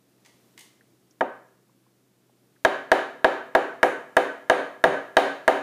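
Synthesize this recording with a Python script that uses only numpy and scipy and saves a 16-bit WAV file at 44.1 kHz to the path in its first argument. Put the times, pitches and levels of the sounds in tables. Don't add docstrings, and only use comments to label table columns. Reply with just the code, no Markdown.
import sys
import numpy as np
from scipy import signal
from scipy.fft import rfft, irfft
from scipy.io import wavfile
from scipy.ndimage import minimum_filter1d

SR = 44100
rng = np.random.default_rng(int(sys.argv[2]) if len(sys.argv) > 2 else 0)


def log_audio(samples):
    frames = np.atleast_2d(samples).T
    limited = np.clip(frames, -1, 1)
    pcm = np.round(limited * 32767).astype(np.int16)
    wavfile.write(sys.argv[1], SR, pcm)


N = 247886


def amp(db):
    return 10 ** (np.asarray(db) / 20)


def unit_rms(x):
    return x / np.sqrt(np.mean(x ** 2) + 1e-20)


def curve_at(points, hz):
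    pitches, values = np.transpose(points)
    return np.interp(np.log(hz + 1), np.log(pitches + 1), values)


def bell(hz, centre_hz, octaves):
    return np.exp(-.5 * (np.log2(hz / centre_hz) / octaves) ** 2)


def add(mix, start_s, sound):
    part = mix[round(start_s * SR):][:len(sound)]
    part += sound[:len(part)]


def shaped_noise(spectrum, size):
    gain = amp(curve_at(spectrum, np.fft.rfftfreq(size, 1 / SR)))
    return unit_rms(irfft(rfft(rng.standard_normal(size)) * gain, size))


def resonant_noise(hz, width, size):
    offset = 2 * (np.fft.rfftfreq(size, 1 / SR) / hz - 1) / width
    return unit_rms(irfft(rfft(rng.standard_normal(size)) / (1 + offset ** 2), size))


def equalise(x, spectrum, size=2048):
    log_gain = np.log(amp(curve_at(spectrum, abs(np.fft.fftfreq(size, 1 / SR)))))
    taps = np.fft.ifft(np.exp(np.conj(signal.hilbert(log_gain)))).real
    return signal.oaconvolve(x, taps)[:len(x)]


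# pitch_hz, level_db
AIR_COLOUR = [(18, -75), (30, -42), (49, -28.5), (86, -24.5), (106, -21), (127, -11), (149, -11.5),
              (345, -8), (526, -17), (649, -18), (937, -24.5), (1040, -23.5), (1960, -27.5), (14800, -32),
              (16000, -53.5)]
# time_s, level_db
AIR_RIDE = [(0, -66), (.45, -61.5), (.75, -64), (1.0, -65), (2.1, -66.5), (2.6, -65), (5.6, -62)]
# pitch_hz, level_db
MOTOR_HUM = [(123.8, -71.5), (188.4, -76), (344.5, -78)]
def room_tone(hum_db=-1):
    t = np.arange(N) / SR
    hum = sum(amp(db) * np.sqrt(2) * np.sin(2 * np.pi * (hz * t + rng.random())) for hz, db in MOTOR_HUM)
    air = amp(np.interp(t, *np.transpose(AIR_RIDE))) * shaped_noise(AIR_COLOUR, N)
    return air + amp(hum_db) * hum


# pitch_hz, t60_s, level_db
REVERB_BANDS = [(78, 1, -20.5), (206, 0.16, 6), (450, 0.55, -2), (693, 0.45, -5), (1188, 0.56, -3.5),
                (1570, 0.58, -8.5), (2880, 0.5, -2.5), (7040, 0.5, -5.5), (15500, 0.27, -2)]
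def room_reverb(gap_s=0.0033, build_s=0.0074, spacing=22):
    taps = np.zeros(SR)
    slots = np.arange(0, SR - spacing, spacing)
    taps[slots + rng.integers(0, spacing, len(slots))] = rng.choice([-1., 1.], len(slots))
    hz, t, spectra = signal.stft(taps, SR, nperseg=256)
    bands = np.array(REVERB_BANDS)
    decay = amp(-60 * t / curve_at(bands[:, :2], hz)[:, None])
    tail = signal.istft(spectra * decay, SR, nperseg=256)[1][:SR]
    tail *= 1 - np.exp(-np.maximum(np.arange(SR) / SR - gap_s, 0) / build_s)
    return equalise(tail / np.linalg.norm(tail), bands[:, ::2])


# start_s, pitch_hz, level_db
HANDLING_TICKS = [(.809, 1790, -55.5), (1.109, 6000, -56.5), (1.695, 1050, -66), (1.864, 1070, -59),
                  (2.295, 650, -54.5), (2.56, 1670, -58.5)]
# start_s, pitch_hz, level_db
FIST_THUDS = [(1.212, 275, -36), (4.860, 172, -34)]
def soft_touches(cues, width, t60_s, rise_s=0.00067):
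    out, t = np.zeros(N), np.arange(SR // 4) / SR
    for start_s, hz, db in cues:
        envelope = amp(db - 60 * t / t60_s) * (1 - np.exp(-t / rise_s))
        add(out, start_s, resonant_noise(hz, width, len(t)) * envelope)
    return out


# start_s, level_db, tilt_db_per_octave
SMACK_CUES = [(0.249, -51.5, -3.5), (.260, -48.5, -1.5), (0.577, -43, -2), (0.591, -44, 4.5),
              (0.608, -47.5, 2)]
# pitch_hz, level_db
SMACK_EQ = [(300, -37), (700, -4.5), (920, 8), (1350, -2.5), (2000, 11.5), (2500, 3.5), (3000, 4),
            (4000, 3.5), (6500, 4), (10000, -1.5), (15000, -12)]
def wet_smacks(reverb_db=2, grain=0.6, t60_s=.05):
    out, t = np.zeros(N), np.arange(SR // 5) / SR
    for start_s, db, tilt_db in SMACK_CUES:
        crackle = rng.standard_normal(len(t)) * np.exp(grain * rng.standard_normal(len(t)))
        spectrum = [(hz, level + tilt_db * np.log2(hz)) for hz, level in SMACK_EQ]
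        add(out, start_s, amp(db - 60 * t / t60_s) * unit_rms(equalise(crackle, spectrum)))
    return out + amp(reverb_db) * signal.fftconvolve(out, room_reverb())[:N]


def late_swell(t, peak_s=.11, spread_s=0.069, level_db=-37.5):
    envelope = amp(level_db) * np.exp(-((t - peak_s) / spread_s) ** 2)
    return envelope * resonant_noise(hz=1529, width=0.025, size=len(t))


# pitch_hz, level_db
TICK_COLOUR = [(500, -12), (2200, 8), (4000, -7.5), (5000, -11), (6500, -8.5), (8000, -15.5), (10500, -14),
               (12500, -18.5), (15000, -21)]
def handle_tick(t, level_db=-14, t60_s=0.024, slap_s=0.011, slap_db=-12):
    tick = amp(level_db - 60 * t / t60_s) * shaped_noise(TICK_COLOUR, len(t))
    add(tick, slap_s, amp(slap_db) * tick)
    return tick


# pitch_hz, level_db, t60_s
TABLETOP_MODES = [(188, -32.5, 0.06), (243.3, -60, 0.94), (281.7, -34, 0.38), (343.1, -28.5, 0.17),
                  (389.8, -18, 0.11), (436, -33.5, 0.25), (507, -12.5, 0.078), (559.4, -31, 0.37),
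                  (600, -28.5, 0.26), (646.6, -10.5, 0.081), (679, -9, 0.07), (734, -13, 0.098),
                  (789, -16, 0.1), (829.7, -8, 0.034), (905, -8.5, 0.043), (1045, -19, 0.031),
                  (1111.5, -2.5, 0.016), (1224, -15, 0.043), (1347, 2, 0.0084), (1356, -10.5, 0.021),
                  (1530, -41, 0.4), (1656.3, 1, 0.02), (1734, -8.5, 0.022), (1866, -8.5, 0.028),
                  (2009, -11, 0.014), (2380, -25.5, 0.023), (3037, -20.5, 0.027), (3130, -53.5, 0.44),
                  (3724, -18, 0.015)]
# pitch_hz, level_db, t60_s
SPOON_MODES = [(3730, -40.5, .012), (6500, -28, 0.0081), (9030, -26, 0.0091)]
def struck_ring(modes, t, rise_s, wander=0.0036, uneven_db=0.88):
    hz, db, t60 = np.transpose(modes)[:, :, None]
    detune, drive = rng.standard_normal((2, len(hz), 1))
    envelopes = amp(db + uneven_db * drive - 60 * t / t60)
    partials = envelopes * np.sin(2 * np.pi * hz * (1 + wander * detune) * t)
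    return partials.sum(0) * (1 - np.exp(-t / rise_s))


def contact_eq(hardness, clatter_db, corner_hz=1200):
    hz = np.geomspace(50, 16000, 60)
    treble = hardness * np.log2(np.maximum(hz / corner_hz, 1))
    knock = (-0.1 - 0.73 * hardness) * bell(hz, centre_hz=950, octaves=0.32)
    clatter = clatter_db * bell(hz, centre_hz=4200, octaves=.35)
    return np.column_stack([hz, treble + knock + clatter])


# pitch_hz, level_db
CRACK_COLOUR = [(200, -16.5), (500, -3), (1200, 9.5), (2300, 5), (3200, -5.5), (4300, -8.5), (5100, -15.5),
                (7000, -12), (8200, -19), (10500, -16.5), (12500, -25.5), (15000, -19)]
# start_s, force_db, hardness_db_per_octave, clatter_db, ping_db
SPOON_HITS = [(1.2087, -9, -4.5, -1.5, -1), (2.6492, -1.5, -1.34, 4, -2.5), (2.9167, -0.54, -1, 3.5, -1),
              (3.2445, -0.86, -2, 2.5, -5), (3.5505, -1.5, -2, 0, -5), (3.83, -1.5, -0.44, -3.5, 0),
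              (4.1673, -1.5, -0.8, 0, -1), (4.4983, 0, -1.76, 3, 4.5), (4.8398, 0.06, -1.5, 1, 3.5),
              (5.1685, 0.5, -0.4, 5.5, 0), (5.4784, -0.6, -0.8, 1, 1)]
def spoon_bangs(table_db=6, spoon_db=4, crack_db=12, reverb_db=-4, drift_rad=0.32, room_per_force=0.51):
    out, t = np.zeros(N), np.arange(SR // 2) / SR
    reverb_a, reverb_b = room_reverb(), room_reverb()
    crack = amp(crack_db) * equalise(signal.unit_impulse(len(t)), CRACK_COLOUR)
    for k, (start_s, force_db, hardness, clatter_db, ping_db) in enumerate(SPOON_HITS):
        table = amp(table_db) * struck_ring(TABLETOP_MODES, t, rise_s=0.0027)
        spoon = amp(spoon_db + ping_db) * struck_ring(SPOON_MODES, t, rise_s=0.00023)
        tick = handle_tick(t)
        reverb = np.cos(k * drift_rad) * reverb_a + np.sin(k * drift_rad) * reverb_b
        wet = amp(reverb_db) * signal.fftconvolve(table + spoon, reverb)
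        add(wet, 0, signal.fftconvolve(crack, room_reverb()))
        add(wet, 0, late_swell(t))
        hit = amp(room_per_force * force_db) * wet
        add(hit, 0, table + spoon + tick)
        add(out, start_s, amp(force_db) * equalise(hit, contact_eq(hardness, clatter_db)))
    return out


def scene(low_cut_hz=115):
    low_cut = signal.butter(3, low_cut_hz, "highpass", fs=SR, output="sos")
    table = spoon_bangs() + soft_touches(FIST_THUDS, width=0.46, t60_s=.3)
    small_sounds = wet_smacks() + soft_touches(HANDLING_TICKS, width=0.29, t60_s=0.045)
    return (room_tone() + small_sounds + signal.sosfilt(low_cut, table))[None]


def record(dry, limit_db=-3, hold_s=0.048, release_db_per_s=70, attack_s=0.0017, high_cut_hz=15400):
    x = dry[0]
    over_db = np.maximum(20 * np.log10(abs(x) + 1e-9) - limit_db, 0)
    half_hold = int(hold_s * SR / 2)
    held_db = -minimum_filter1d(-over_db, 2 * half_hold + 1, origin=half_hold)
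    release_db = release_db_per_s * np.arange(N) / SR
    duck_db = np.maximum.accumulate(held_db + release_db) - release_db
    lag = np.exp(-1 / (attack_s * SR))
    limited = x * amp(-signal.lfilter([1 - lag], [1, -lag], duck_db))
    ceiling = np.where(limited < 0, .57, .75)
    clipped = limited / (1 + (limited / ceiling) ** 6) ** (1 / 6)
    high_cut = signal.firwin(255, high_cut_hz, window=("kaiser", 9), fs=SR)
    return signal.oaconvolve(clipped, high_cut, "same")[None]


dry = scene()
out = record(dry)
log_audio(out)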